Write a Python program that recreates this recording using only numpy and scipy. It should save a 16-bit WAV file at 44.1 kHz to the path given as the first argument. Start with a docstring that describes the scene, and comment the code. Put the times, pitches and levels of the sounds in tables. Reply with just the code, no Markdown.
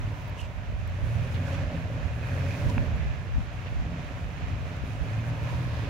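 """On an open rock slab, a six-cylinder pickup crawls up from 13 m to 10.5 m away, its throttle opening and easing.
Gliding crankshaft tones and pulsed noise make the exhaust; noise paced by the firings makes growl, fan, intake
and valve clatter. Shaped noise makes scuffs, grit, rumble and a hollow rush, short damped swings thump in the
bass, and struck modes make one loose rock knock. A light breeze of low noise buffets the two microphone ports."""
import sys
import numpy as np
from scipy.fft import rfft, irfft, next_fast_len
from scipy.io import wavfile
from scipy.ndimage import map_coordinates

SR = 44100
rng = np.random.default_rng(int(sys.argv[2]) if len(sys.argv) > 2 else 0)


def to_wav(s):
    """Save 16-bit WAV."""
    ch = np.atleast_2d(s).T  # columns
    pcm = np.round(np.clip(ch, -1, 1) * 32767)  # PCM
    wavfile.write(sys.argv[1], SR, pcm.astype(np.int16))


N = 259749

# engine speed, two pushes on the throttle, a lull, a longer pull: (time [s], firing rate [1/s])
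FIRING_RATE = [(0, 110), (.2, 106), (.55, 82), (.76, 76), (.9, 86), (1, 99), (1.07, 110), (1.16, 120),
               (1.26, 123), (1.35, 131), (1.55, 140), (1.85, 119), (2.05, 112), (2.22, 118), (2.34, 134),
               (2.7, 149), (2.8, 144), (3, 113), (3.35, 87), (3.7, 93), (4, 92), (4.25, 101), (4.55, 97),
               (4.8, 99), (4.94, 106), (5.08, 106), (5.2, 112), (5.29, 119), (5.39, 112), (5.5, 122),
               (5.62, 124), (5.73, 117), (5.89, 120)]
# tone at the firing rate, throbbing under load and fading as the truck coasts: (time [s], level [dB])
FIRING_TONE = [(0, -45), (.12, -37), (.3, -48), (.62, -50), (.77, -38), (.92, -36), (1.04, -32), (1.2, -31),
               (1.3, -38), (1.42, -37), (1.55, -46), (1.83, -48), (1.96, -35), (2.04, -44), (2.12, -37),
               (2.27, -34), (2.6, -50), (4.1, -50), (4.23, -41), (4.6, -51), (4.8, -39), (4.93, -34.5),
               (5, -44), (5.08, -35), (5.19, -30.5), (5.24, -37), (5.31, -31), (5.42, -38), (5.59, -29.5),
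               (5.72, -35), (5.89, -37)]
# deeper lope at twice the crankshaft speed: (time [s], level [dB])
LOPE_TONE = [(0, -45), (1, -50), (1.14, -36), (1.23, -44), (1.33, -33.5), (1.52, -32), (1.6, -40),
             (1.8, -41), (1.9, -48), (2.25, -48), (2.35, -31.5), (2.48, -32.5), (2.56, -39), (2.66, -32),
             (2.8, -42), (3.2, -50), (5.2, -45), (5.6, -38), (5.89, -38)]
# the weaker exhaust orders: (multiple of the crankshaft speed [1], relative level [dB])
WEAK_ORDERS = [(1, -10), (1.5, -7), (2.5, -7), (3.5, -8), (4, 0), (4.5, -8), (5, -4), (5.5, -2), (6, -7)]
# relative spectra of tailpipe, engine block, fan, fine grit and breeze: (frequency [Hz], density [dB per Hz])
PIPE_SPECTRUM = [(25, -41), (50, -17.5), (70, -16), (92, 5), (122, -1.5), (145, -6.5), (168, -5),
                 (200, -20.5), (260, -10), (330, -20), (450, -20.5), (900, -80)]
BLOCK_SPECTRUM = [(150, -10), (250, 4), (340, -6), (430, -2), (600, -1), (720, -4), (830, -23), (950, -13),
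                  (1300, -16), (2500, -42.5)]
FAN_SPECTRUM = [(410, -40), (700, 0), (759, 1.5), (824, -3.5), (922, -1), (1210, -2.5), (1660, -2),
                (2210, -4.5), (2500, -5), (2770, -7), (3580, -12.5), (4810, -18.5), (6390, -21.5),
                (8000, -31.5), (10400, -60), (17600, -120)]
HISS_SPECTRUM = [(2500, 4.5), (4500, 1.5), (6300, 6.5), (7200, 3.5), (8000, -3.5), (8900, 5.5), (10000, 1),
                 (12500, -2), (13700, -0.5), (16000, -1)]
EDDY_SPECTRUM = [(10, -30), (25, -16), (36, -4.5), (48, 5.5), (68, 6.5), (90, 3.5), (130, -7.5),
                 (200, -11.5), (500, -67)]
# hum of the intake as the throttle opens and closes: (time [s], level [dB])
INTAKE_LEVEL = [(0, -52), (.45, -54), (.85, -55), (1.1, -47.5), (1.35, -48.5), (1.65, -45), (1.9, -46),
                (2.2, -52), (2.33, -47), (2.55, -45), (2.85, -47), (3.1, -56.5), (3.55, -60), (3.9, -52),
                (4.6, -57), (5.3, -50.5), (5.89, -49)]
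# ring of the valve covers: (frequency [Hz], width [Hz])
COVER_RINGS = [(1660, 400), (2490, 240)]
# loudness of those rings before their flutter: (time [s], lower ring level [dB], upper ring level [dB])
COVER_LEVELS = [(0, -69, -68), (.7, -72, -62.5), (1.05, -59, -69), (1.25, -61, -55.5), (1.5, -55, -55),
                (1.9, -63, -66), (2.15, -57, -57), (2.3, -50.5, -55), (2.6, -57, -55), (3.1, -57, -74),
                (3.75, -74, -67), (4.1, -61, -75), (4.5, -68, -61.5), (5.1, -58.5, -63), (5.89, -55.5, -59)]
# the two microphone ports: (frequency [Hz], likeness [-1 to 1], left minus right [dB])
MIC_PORTS = [(130, 1, -1), (291, 1, -3), (420, 0.59, -0.5), (650, 0.86, 1), (810, 0.45, -5.5),
             (1000, 0.38, -0.5), (1430, -0.0062, -4), (1580, -0.056, -2.5), (2500, 0.5, -7),
             (3230, 0.12, -4), (4130, 0.29, -1), (5340, 0.14, -3.5), (7450, -0.026, -9),
             (7750, 0.046, -0.5), (10500, -0.054, -2.5), (14000, -0.082, -2.5)]
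# gusts: (time of peak [s], level [dB], half length [s], left minus right [dB], likeness of the ports [1])
GUST_EVENTS = [(0.01, -31, 0.055, -3, 0.15), (0.44, -36, 0.02, -13, -0.059), (0.59, -37, 0.07, -11, 0.29),
               (0.724, -27, 0.024, -3, 0.094), (0.82, -31, 0.08, -18, -0.16),
               (1.052, -28.5, 0.028, -22, -0.55), (1.178, -26, 0.036, -17, -0.96),
               (1.68, -32, 0.071, -5, 0.31), (2.038, -31, 0.045, -19, 0.21),
               (2.673, -22.5, 0.034, -15, -0.13), (2.796, -21.5, 0.021, -14, -1.1),
               (3.014, -24.5, 0.11, -5, -0.15), (3.37, -27, 0.044, 21, -0.67),
               (3.806, -26.5, 0.059, -2, -0.52), (4.44, -30.5, 0.025, -22, .2),
               (4.576, -35.5, 0.092, 17, 0.13), (4.83, -31, 0.022, 1, .2), (5.018, -27, 0.014, -19, 0.2),
               (5.536, -29.5, 0.019, -14, -0.36)]
# slow swells of a hollow rush near 950 Hz: (time of middle [s], level [dB], half length [s])
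RUSH_SWELLS = [(.28, -54, 0.35), (2.6, -52, 0.2), (5.55, -51, 0.2)]
# relative spectrum of that rush: (frequency [Hz], density [dB per Hz])
RUSH_SPECTRUM = [(400, -5.5), (800, -2.0), (950, 10.5), (1150, -5.0), (1400, -22), (3000, -28.0)]
# stones snapping under the tread: (time [s], peak level [dB], pitch [Hz])
STONE_SNAPS = [(.221, -50, 13500), (.28, -43, 14000), (.298, -36.5, 14500), (.876, -41, 11000),
               (.898, -49, 14000), (1.485, -47, 10000), (1.57, -48, 10000), (2.963, -47, 7500),
               (4.047, -48, 6000), (4.767, -41, 2500), (4.934, -44, 4500), (5.435, -46, 12000),
               (5.565, -47, 13000)]
# a loose rock knocking: (time [s], peak level [dB])
ROCK_KNOCKS = [(2.7804, -18.3), (2.7812, -24.5), (2.7816, -20.3)]
# modes of that rock: (frequency [Hz], width [Hz], relative level [dB])
ROCK_MODES = [(350, 300, 12), (750, 1000, 21), (1500, 1400, 10), (2750, 800, 6.5)]
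# scuffs, and longer soft swells of gritty hiss: (time of middle [s], grit level [dB], half length [s],
# grit pitch [Hz], top of the grit [Hz], squeak pitch [Hz], squeak level [dB])
SCUFF_EVENTS = [(0.403, -54.5, 0.018, 5600, 16000, 2880, -49.5), (.44, -61, .018, 5000, 12000, 2800, -54),
                (1.353, -50, 0.012, 3700, 4500, 800, -52), (1.368, -48.5, .012, 1900, 4500, 1800, -53),
                (1.478, -57, .018, 4500, 12000, 1560, -47.5), (1.54, -55, .016, 3600, 12000, 2850, -51),
                (1.61, -58, .02, 4000, 9000, 1560, -51), (2.52, -55.5, .13, 4200, 7500, 2100, -53),
                (2.699, -49, 0.0089, 4200, 16000, 980, -52), (3.05, -52.5, .07, 2004, 6000, 2400, -56),
                (3.672, -49, 0.011, 2500, 5000, 1939, -54), (5.75, -55, .2, 4200, 5000, 1050, -56)]
# a tyre chirping on the slab: (time of middle [s], peak level [dB], pitch [Hz], half length [s])
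SLIP_CHIRPS = [(.3955, -36, 2750, .0013), (.4002, -40, 2980, .0015), (.4162, -41, 2800, .002),
               (.4335, -46, 2820, .002), (2.699, -37, 975, .0065)]
# swells of low rumble, about 120-300 Hz: (time of middle [s], level [dB], half length [s])
RUMBLE_SWELLS = [(1.56, -40, 0.045), (1.751, -36.5, .03), (1.962, -36.5, 0.028), (2.46, -38, 0.073),
                 (2.65, -40, 0.059), (2.988, -41, 0.029), (3.91, -38, .09), (4.544, -38.5, 0.034),
                 (5.313, -39, 0.036)]
# relative spectrum of that rumble: (frequency [Hz], density [dB per Hz])
RUMBLE_SPECTRUM = [(60, -35), (120, -3), (165, 3), (205, -14), (250, -7.5), (295, -12), (350, -25.5),
                   (600, -77)]
# low thumps and throbs of the bass, each a short damped swing:
# (time [s], envelope peak [dB], pitch [Hz], upper ring relative to the swing [dB])
BASS_THUMPS = [(2.338, -26, 95.5, -18), (2.406, -26, 101, -18), (2.639, -23.5, 111, -16),
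               (2.764, -24, 115, -2), (2.799, -25, 67.6, -13), (3.341, -26, 65, -22), (3.376, -23, 103, -9),
               (3.428, -30, 95, -20), (4.835, -25, 72, -18), (5.181, -28, 104, -19), (5.285, -25, 117, -18)]

START_M, END_M = 13.18, 10.54  # distance of the truck from the microphone
CRAWL_RATE = 110  # firings a second at which the five levels below hold, at the starting distance
FULL_RATE = 148  # firings a second beyond which drive stops rising
# level [dB], and its rise [dB per doubling of the revs or drive]
EXHAUST_DB, EXHAUST_RISE_DB = -41.5, 10
PUFF_DB, PUFF_RISE_DB = -40, 15
BAY_DB, BAY_RISE_DB = -49.5, 5
FAN_DB, FAN_RISE_DB = -48.5, 5
HISS_DB, HISS_RISE_DB = -67.5, 12
PULL_S = 0.058  # pull is how many octaves the revs have risen over this time
EXHAUST_PULL_DB, FAN_PULL_DB, HISS_PULL_DB = 8.5, 4.5, 32  # extra dB per octave of pull
BAY_LAG_S = 0.025  # the growl trails the revs
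LUMP_DB, LUMP_RATE = 1.5, 24  # swing of the exhaust puffs, knots a second
AIRBOX_HZ, AIRBOX_WIDTH_HZ = (598, 565), 104  # resonance at the lowest and highest revs
COVER_FLUTTER_DB, COVER_FLUTTER_RATE = 1.5, 25  # swing of each cover ring, knots a second
BREEZE_DB, BREEZE_LEAN_DB = -38, -2  # air between gusts before its flutter: level, left minus right
FLUTTER_DB, FLUTTER_RATE = 2, 15  # swing of the breeze on each port, knots a second
ROCK_DAMPED_HZ = 3050
THUMP_RING_HZ = 235
TOP_HZ = 15800  # the microphone's band limit


def amp(db):
    """Decibels to gain."""
    return 10 ** (np.asarray(db) / 20)


def unit(x):
    """Scale to rms 1."""
    return x / np.sqrt(np.mean(x ** 2) + 1e-20)


def along(points, hz):
    """Read (frequency, value) points on a log frequency axis."""
    f, v = np.transpose(points)
    return np.interp(np.log(hz + 1), np.log(f + 1), v)


def curves(rows):
    """One value per sample for each column after the time."""
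    s, *cols = np.transpose(rows)
    return [np.interp(np.arange(N) / SR, s, c) for c in cols]


def wobble(rate):
    """A smooth random curve, rate knots a second."""
    knots = rng.standard_normal(int(N * rate / SR) + 4)
    return map_coordinates(knots, [np.arange(N) * rate / SR])


def swell(s, length):
    """A bell-shaped rise and fall around time s; length is its standard deviation."""
    return np.exp(-.5 * ((np.arange(N) / SR - s) / length) ** 2)


def filtered(x, response):
    """Multiply the spectrum of x by a response of frequency, padded against wrap-around."""
    m = next_fast_len(N + SR // 2)
    return irfft(rfft(x, m) * response(np.fft.rfftfreq(m, 1 / SR)), m)[..., :N]


def resonance(f, centre, width):
    """Causal response of one mode."""
    return 1j * f * width / (centre ** 2 - f ** 2 + 1j * f * width)


def blow(s, db, response):
    """One impulse at time s through a body's response, peaking at db."""
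    impulse = 1. * (np.arange(N) == round(s * SR))
    click = filtered(impulse, response)
    return amp(db) * click / np.abs(click).max()


def white():
    """Two unrelated noises."""
    return rng.standard_normal((2, N))


def spread(pair, spectrum):
    """Colour two unrelated signals and blend them into a left and right of mid rms 1."""
    likeness = [(hz, alike) for hz, alike, lean in MIC_PORTS]

    def mid_side(f):
        turn = np.arccos(np.clip(along(likeness, f), -1, 1)) / 2
        return amp(along(spectrum, f)) * [np.cos(turn), np.sin(turn)]

    mid, side = filtered(pair, mid_side)
    return np.array([mid + side, mid - side]) / np.std(mid)


def grit(rate, size_db):
    """Tiny cracks at random moments, rate a second, of unequal size."""
    size = amp(abs(size_db) * np.minimum(rng.exponential(size=N), 4))
    cracks = (rng.random(N) < rate / SR) * size
    return unit(cracks * white())


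def strokes(phase, sharp, uneven_db, count=6):
    """One pulse per firing, each cylinder with its own strength."""
    cylinder_db = uneven_db * unit(rng.standard_normal(count))
    strength = amp(cylinder_db[phase.astype(int) % count])
    return unit(strength * np.exp(-sharp * np.cos(2 * np.pi * phase)))


def order_tone(phase, k):
    """A sine at k times the crankshaft speed (three firings a turn), its phase wandering slightly."""
    return np.sin(2 * np.pi * (k * phase / 3 + rng.random()) + 0.12 * wobble(12))


def exhaust(firing, phase):
    """The weaker crankshaft orders glide through the pipe's resonance and beat against each other."""
    orders = 0
    for k, db in WEAK_ORDERS:
        level_db = db + along(PIPE_SPECTRUM, k * firing / 3) + 1.5 * wobble(7)
        orders = orders + amp(level_db) * order_tone(phase, k)
    return unit(orders)


def exhaust_note(phase):
    """The two strong orders are clean tones that swell and fade with the load."""
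    firing_tone = amp(curves(FIRING_TONE)[0]) * unit(order_tone(phase, 3))
    lope = amp(curves(LOPE_TONE)[0]) * unit(order_tone(phase, 2))
    return firing_tone + lope


def puffs(phase):
    """Each firing leaves the tailpipe with a turbulent puff; the puffs come in uneven lumps."""
    lumps = unit(amp(LUMP_DB * wobble(LUMP_RATE)))
    return spread(white() * lumps * strokes(phase, sharp=0.58, uneven_db=-0.5), PIPE_SPECTRUM)


def engine_bay(phase):
    """Combustion growls through the block as noise pulsing with the firings."""
    return spread(white() * strokes(phase, sharp=0.71, uneven_db=2.5), BLOCK_SPECTRUM)


def fan(phase):
    """Air rushes through the grille, with valves ticking in step with the cylinders."""
    valves = white() * strokes(phase, sharp=0.9, uneven_db=3)
    return amp(0.74 * wobble(12)) * spread(white() + amp(-10.0) * valves, FAN_SPECTRUM)


def intake(phase, revs):
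    """Cylinders gulp turbulent air; the air box hums, its resonance slightly lower as the revs rise."""
    gulps = strokes(phase, sharp=14, uneven_db=6) * (1 + 0.6 * rng.standard_normal(N))
    air = rng.standard_normal(N) * strokes(phase, sharp=0.27, uneven_db=2)

    def box(x, hz):
        return unit(filtered(x, lambda f: resonance(f, hz, AIRBOX_WIDTH_HZ) ** 2))

    low_rev_hum, high_rev_hum = [box(air, hz) + amp(-3) * box(gulps, hz) for hz in AIRBOX_HZ]
    high = (revs - revs.min()) / np.ptp(revs)
    return amp(curves(INTAKE_LEVEL)[0]) * unit((1 - high) * low_rev_hum + high * high_rev_hum)


def covers(phase):
    """The valves rattle their covers, which ring in two modes."""
    valves = white() * strokes(phase, sharp=0.9, uneven_db=2.5)
    out = 0
    for (hz, width), level_db in zip(COVER_RINGS, curves(COVER_LEVELS)):
        ring = filtered(valves, lambda f: resonance(f, hz, width) ** 2)
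        flutter_db = COVER_FLUTTER_DB * wobble(COVER_FLUTTER_RATE)
        out = out + amp(level_db + flutter_db) * spread(ring, FAN_SPECTRUM)
    return out


def tyre_hiss():
    """Fine grit hisses under the tyres as steady noise with a few sparse cracks."""
    return spread(white() + amp(-32) * grit(rate=100, size_db=8), HISS_SPECTRUM)


def truck():
    """Five parts grow with revs, pull or nearness; the note, intake and covers follow their own level curves."""
    t, speed = np.arange(N) / SR, curves(FIRING_RATE)[0]
    firing = speed * (1 + 0.004 * wobble(10))
    phase = np.cumsum(firing) / SR  # counted in firings
    revs = np.log2(speed / CRAWL_RATE)  # octaves
    drive = np.minimum(revs, np.log2(FULL_RATE / CRAWL_RATE))
    pull = revs - np.interp(t - PULL_S, t, revs)
    late_revs = np.interp(t - BAY_LAG_S, t, revs)

    exhaust_db = EXHAUST_DB + EXHAUST_RISE_DB * drive + EXHAUST_PULL_DB * pull
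    fan_db = FAN_DB + FAN_RISE_DB * revs + FAN_PULL_DB * pull
    hiss_db = HISS_DB + HISS_RISE_DB * drive + HISS_PULL_DB * pull + 1.5 * wobble(21.77)
    parts = (amp(exhaust_db) * exhaust(firing, phase)
             + amp(PUFF_DB + PUFF_RISE_DB * drive) * puffs(phase)
             + amp(BAY_DB + BAY_RISE_DB * late_revs) * engine_bay(phase)
             + amp(fan_db) * fan(phase)
             + amp(hiss_db) * tyre_hiss())
    nearness = START_M / np.linspace(START_M, END_M, N)
    return parts * nearness + exhaust_note(phase) + intake(phase, revs) + covers(phase)


def breeze():
    """Eddies rumble on the ports: a flutter, and gusts that favour one port or push one while pulling the other."""
    a, b = unit(filtered(white(), lambda f: amp(along(EDDY_SPECTRUM, f))))

    def ports(lean_db):
        return unit(amp([[lean_db / 2], [-lean_db / 2]]))

    flutter_db = FLUTTER_DB * np.array([wobble(FLUTTER_RATE), wobble(FLUTTER_RATE)])
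    flutter = amp(BREEZE_DB + flutter_db) * ports(BREEZE_LEAN_DB)
    power, shared = flutter ** 2, 0
    for s, db, length, lean_db, alike in GUST_EVENTS:
        gust = (amp(db) * swell(s, length)) ** 2
        power = power + gust * ports(lean_db) ** 2
        shared = shared + alike * gust
    # the share of common power sets how alike the two ports move
    turn = np.arccos(np.clip(shared / power.mean(0), -1, 1)) / 2
    mid, side = a * np.cos(turn), b * np.sin(turn)
    return np.sqrt(power) * np.array([mid + side, mid - side])


def hollow_rush():
    """Noise with a broad peak near 950 Hz swells slowly and flutters."""
    swells = sum(amp(db) * swell(s, length) for s, db, length in RUSH_SWELLS)
    return swells * amp(1.3 * wobble(16)) * spread(white(), RUSH_SPECTRUM)


def stones(decay=0.0005):
    """Pebbles give dry snaps of decaying noise; a loose rock's modes are struck in a tight burst."""
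    t, snaps = np.arange(N) / SR, np.zeros((2, N))
    for s, db, hz in STONE_SNAPS:
        burst = white() * (t >= s) * np.exp(-abs(t - s) / decay)
        snap = filtered(burst, lambda f: resonance(f, hz, 5800) ** 2)
        snaps += amp(db) * snap / np.abs(snap).max()

    def rock(f):
        modes = sum(amp(db) * resonance(f, hz, width) for hz, width, db in ROCK_MODES)
        return modes / (1 + (f / ROCK_DAMPED_HZ) ** 18)  # the tyre on top of the rock damps its treble

    return snaps + sum(blow(s, db, rock) for s, db in ROCK_KNOCKS)


def scuffs():
    """Swarms of tiny cracks rasp beside a narrow noisy squeak, in short scuffs and longer soft swells of hiss."""
    out = np.zeros((2, N))
    for s, db, length, hz, top_hz, squeak_hz, squeak_db in SCUFF_EVENTS:
        rasp = filtered(grit(rate=4000, size_db=1),
                        lambda f: resonance(f, hz, hz) ** 2 / (1 + (f / top_hz) ** 6))
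        squeak = filtered(rng.standard_normal(N), lambda f: resonance(f, squeak_hz, 0.23 * squeak_hz) ** 2)
        out += swell(s, length) * (amp(db) * unit(rasp) + amp(squeak_db) * unit(squeak))
    return out


def slips():
    """Rubber sticks and lets go in quick chirps, each a short sine."""
    t, out = np.arange(N) / SR, np.zeros(N)
    for s, db, hz, length in SLIP_CHIRPS:
        out += amp(db) * swell(s, length) * np.sin(2 * np.pi * hz * (t - s))
    return out


def low_rumble():
    """Low noise, strongest between about 120 and 300 Hz, rises and falls in short swells."""
    swells = sum(amp(db) * swell(s, length) for s, db, length in RUMBLE_SWELLS)
    return swells * spread(white(), RUMBLE_SPECTRUM)


def thumps(rise=0.0063):
    """Each thump or throb of the bass is a short damped swing with a fainter ring above it."""
    t, out = np.arange(N) / SR, np.zeros(N)
    for s, db, hz, ring_db in BASS_THUMPS:
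        age = np.maximum(t - s, 0)
        swing = np.sin(2 * np.pi * hz * age)
        ring = amp(ring_db) * np.sin(2 * np.pi * THUMP_RING_HZ * age)
        envelope = age / rise * np.exp(1 - age / rise)
        out += amp(db) * envelope * (swing + ring)
    return out


def scene():
    """The truck in open air, mostly stronger on the right, the side of the rock face; breeze on the ports."""
    vehicle = truck() + hollow_rush() + scuffs() + slips() + stones() + thumps() + low_rumble()
    balance = [(hz, lean) for hz, alike, lean in MIC_PORTS]
    placed = filtered(vehicle, lambda f: amp(along(balance, f) * np.array([[.5], [-.5]])))
    return placed + breeze()


def record(dry):
    """The microphone passes nothing above its band limit."""
    return filtered(dry, lambda f: f < TOP_HZ)


dry = scene()
out = record(dry)
to_wav(out)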